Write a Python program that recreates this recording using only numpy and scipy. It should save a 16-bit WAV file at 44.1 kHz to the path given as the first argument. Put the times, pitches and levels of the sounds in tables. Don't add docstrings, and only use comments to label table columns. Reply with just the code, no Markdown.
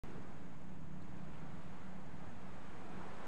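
import sys
import numpy as np
from scipy import signal
from scipy.fft import rfft, irfft, next_fast_len
from scipy.io import wavfile
from scipy.ndimage import uniform_filter1d, map_coordinates

SR = 44100
rng = np.random.default_rng(int(sys.argv[2]) if len(sys.argv) > 2 else 0)


def store_wav(level_fs):
    pcm = np.round(np.clip(np.atleast_2d(level_fs), -1, 1) * 32767)
    wavfile.write(sys.argv[1], SR, pcm.T.astype(np.int16))


N = 144207
T = np.arange(N) / SR


def amp(db):
    return 10 ** (np.asarray(db) / 20)


def unit(x):
    return x / np.sqrt(np.mean(x ** 2) + 1e-20)


def curves(rows):
    seconds, *columns = np.transpose(rows)
    return [np.interp(T, seconds, column) for column in columns]


def wobble(rate):
    knots = rng.standard_normal(int(N * rate / SR) + 4)
    return map_coordinates(knots, [np.arange(N) * rate / SR])


def filtered(x, response):
    size = next_fast_len(N + SR // 2)
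    gain = response(np.fft.rfftfreq(size, 1 / SR))
    return irfft(rfft(x, size) * gain, size)[..., :N]


def coloured(x, spectrum):
    f, db = np.transpose(spectrum)
    return filtered(x, lambda hz: amp(np.interp(np.log(hz + 1), np.log(f + 1), db)))


def rush(spectrum, patchy_db):
    bins = signal.stft(rng.standard_normal(N), nperseg=512)[2]
    field = uniform_filter1d(rng.standard_normal(bins.shape), size=5, axis=0)
    field = uniform_filter1d(field, size=10, axis=1)
    patchy = signal.istft(bins * amp(patchy_db * unit(field)), nperseg=512)[1][:N]
    return unit(coloured(patchy, spectrum))


def surge(peak_s, rise_s, fall_s):
    return np.exp(-np.abs(T - peak_s) / np.where(T < peak_s, rise_s, fall_s))


# frequency in Hz, relative density in dB per Hz.
RUMBLE_SPECTRUM = [(4, -29), (18, -0.5), (32, 2), (48, -0.5), (70, 3.2), (105, 2.5), (135, 3.2), (190, 3),
                   (235, 1), (320, -4.5), (500, -12.5), (1200, -57.5)]
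RUMBLE_DB = -56.5


def rumble():
    return amp(RUMBLE_DB + 0.6 * wobble(4.6)) * rush(RUMBLE_SPECTRUM, patchy_db=1.17)


# multiple of the working cycle, level in dB before fading and beating.
ENGINE_LINES = [(4, -73.5), (8, -71.5), (10, -61), (11, -64.5), (12, -65.8), (12.26, -61.7), (12.9, -69),
                (14, -68.8), (15, -74.5), (18, -68.5), (20, -72), (22, -75)]
# time in seconds, gain in dB.
BEATING = [(0.2, -2), (0.48, -0.5), (0.66, 1.5), (0.88, -0.5), (1.17, 2.5), (1.58, -1.5), (1.78, -1.5),
           (1.93, 1.5), (2.05, -2.5), (2.2, 0.5), (2.34, -10), (2.45, 0.5), (2.62, -2), (2.92, 0.5),
           (3.2, -1)]
CYCLE_HZ, SPEED_DRIFT = 15.27, 0.0021
LINE_FADE_DB, LINE_BLUR_RAD = 2.34, 0.35


def engine():
    cycles = np.cumsum(CYCLE_HZ * (1 + SPEED_DRIFT * wobble(1.6))) / SR
    drone = np.zeros(N)
    for multiple, db in ENGINE_LINES:
        blur = LINE_BLUR_RAD * wobble(5.8)
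        phase = 2 * np.pi * (multiple * cycles + rng.random()) + blur
        level = amp(db + LINE_FADE_DB * wobble(4.36))
        drone += np.sqrt(2) * level * np.sin(phase)
    beating_db, = curves(BEATING)
    return amp(beating_db) * drone


# frequency in Hz, relative density in dB per Hz.
CHORUS_SPECTRUM = [(6000, -21), (6350, -1.5), (6800, -1), (7250, -1), (7550, -9.5), (8000, -11), (8450, -6),
                   (9000, -27), (10000, -37)]
CHORUS_DB = -84


def chorus():
    return amp(CHORUS_DB + 0.42 * wobble(35)) * rush(CHORUS_SPECTRUM, patchy_db=0.5)


# first chirp's centre in seconds, end in seconds, period in seconds, mid-chirp pitch in Hz,
# mean level in dB at the height of a chirp, before the bushes' echo.
CHIRP_RUNS = [(0.104, 1.42, .1178, 6570, -82.5), (1.463, 3.26, .1197, 6560, -81.3),
              (0.055, 3.26, .1118, 6740, -83.3)]
CHIRP_S, FALL_HZ_PER_S = .032, 14000
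CHIRP_SCATTER_DB, RASP_RAD = .4, .8
BUSH_T60_S, BUSH_DB = .11, -8


def crickets():
    song = np.zeros(N)
    for start, end, period, chirp_hz, db in CHIRP_RUNS:
        stroke = np.round((T - start) / period)
        centre = start + stroke * period
        singing = (stroke >= 0) * (centre < end)
        u = T - centre
        swell = np.cos(np.pi * np.clip(u / CHIRP_S, -.5, .5)) ** 2 * singing
        rasp = RASP_RAD * wobble(500)
        phase = 2 * np.pi * (chirp_hz * u - FALL_HZ_PER_S * u ** 2 / 2) + rasp
        level = amp(db + CHIRP_SCATTER_DB * wobble(3.9))
        song += np.sqrt(2) * level * swell * np.sin(phase)
    age = T[:SR // 2]
    tail = rng.standard_normal(len(age)) * np.exp(-np.log(1000) * age / BUSH_T60_S)
    echo = signal.fftconvolve(song, tail / np.linalg.norm(tail))[:N]
    return song + amp(BUSH_DB) * echo


# time in seconds, peak level in dB.
TICKS = [(0.62, -59), (1.0245, -55), (1.72, -61)]
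# frequency in Hz, relative level in dB.
TICK_SPECTRUM = [(1500, -16), (4200, 3), (5800, 1), (6700, -5), (7800, 8), (10000, -7), (12500, -23),
                 (15500, -11)]
# centre in seconds, half length (Gaussian sigma) in seconds, level in dB.
SCRAPES = [(1.021, .008, -76)]
# frequency in Hz, relative density in dB per Hz.
SCRAPE_SPECTRUM = [(3000, -25), (3900, -4), (4250, 0), (4800, -12), (6500, -35)]


def crab():
    ticks = np.zeros(N)
    for s, db in TICKS:
        click = 1. * (np.arange(N) == round(s * SR))
        tick = coloured(click, TICK_SPECTRUM)
        ticks += amp(db) * tick / np.abs(tick).max()
    drag = sum(amp(db) * np.exp(-.5 * ((T - s) / length) ** 2) for s, length, db in SCRAPES)
    return ticks + drag * unit(coloured(rng.standard_normal(N), SCRAPE_SPECTRUM))


# peak in seconds, level in dB at the peak, rise and fall time constants
# in seconds, centre frequency in Hz.
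SPLASHES = [(0.18, -59, 0.015, 0.032, 430), (1.345, -69, 0.046, 0.084, 2200),
            (2.24, -59, 0.031, 0.024, 840), (2.87, -59.5, 0.0092, 0.022, 794),
            (3.02, -55.5, 0.024, 0.043, 1020), (3.18, -60, 0.036, 0.072, 1080)]
SPLASH_OCTAVES, SPLASH_GRAIN_DB = 0.48, 1.8


def splashes():
    water = np.zeros(N)
    for s, db, rise, fall, centre_hz in SPLASHES:
        def band_gain(hz):
            octaves = np.log2((hz + 1) / centre_hz)
            return np.exp(-.5 * (octaves / SPLASH_OCTAVES) ** 2)
        band = filtered(rng.standard_normal(N), band_gain)
        grain = amp(SPLASH_GRAIN_DB * wobble(150))
        water += amp(db) * surge(s, rise, fall) * unit(band * grain)
    return water


# peak in seconds, level in dB at the peak, rise and fall time constants in seconds.
BREAKERS = [(0.165, -55, 0.14, 0.098), (2.97, -57, 0.28, 0.22)]
# frequency in Hz, relative density in dB per Hz.
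PLUNGE_SPECTRUM = [(80, -20), (170, -4), (260, 7), (450, 3.5), (600, -17), (1000, -6.5), (2500, -32),
                   (8000, -80)]


def breakers():
    level = sum(amp(db) * surge(s, rise, fall) for s, db, rise, fall in BREAKERS)
    return level * rush(PLUNGE_SPECTRUM, patchy_db=0.5)


# time in seconds, roar in dB and foam hiss in dB, both before the trims.
WAVES = [(0.07, -58, -63), (0.2, -58.5, -65.5), (0.84, -63.5, -69.5), (0.97, -62, -69.5),
         (1.15, -59.5, -66.5), (1.75, -58.5, -65), (2.0, -58, -66), (2.38, -58.5, -65),
         (3.11, -54.5, -61.5), (3.24, -53, -60.5)]
ROAR_TRIM_DB, FOAM_TRIM_DB = -1, -1
# frequency in Hz, relative density in dB per Hz.
ROAR_SPECTRUM = [(200, -25), (330, -3.5), (450, -1), (560, -0.5), (780, 1), (1150, -3.5), (1700, -9.5),
                 (3000, -31.5), (6000, -50.5)]
# frequency in Hz, relative density in dB per Hz.
FOAM_SPECTRUM = [(500, -25.5), (1000, -2.5), (1600, 0.5), (2300, -2.2), (3100, -7.5), (4200, -12.5),
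                 (5400, -17), (7300, -20), (8400, -17.5), (9200, -23), (10200, -30.5), (12500, -44.5),
                 (15500, -43)]


def surf():
    roar_db, foam_db = curves(WAVES)
    churn_db = 0.15 * wobble(24.96)
    roar = amp(roar_db + ROAR_TRIM_DB + churn_db) * rush(ROAR_SPECTRUM, patchy_db=0.8)
    foam = amp(foam_db + FOAM_TRIM_DB + churn_db) * rush(FOAM_SPECTRUM, patchy_db=0.13)
    return roar + foam


def scene():
    far = rumble() + engine() + chorus() + crickets()
    water = splashes() + breakers() + surf()
    return (far + crab() + water)[None]


SILENCE_S, TOP_HZ = .036, 15750
OFFSET = .0127


def record(dry):
    sounding = (dry + OFFSET) * (T >= SILENCE_S)
    return filtered(sounding, lambda hz: hz < TOP_HZ)


dry = scene()
out = record(dry)
store_wav(out)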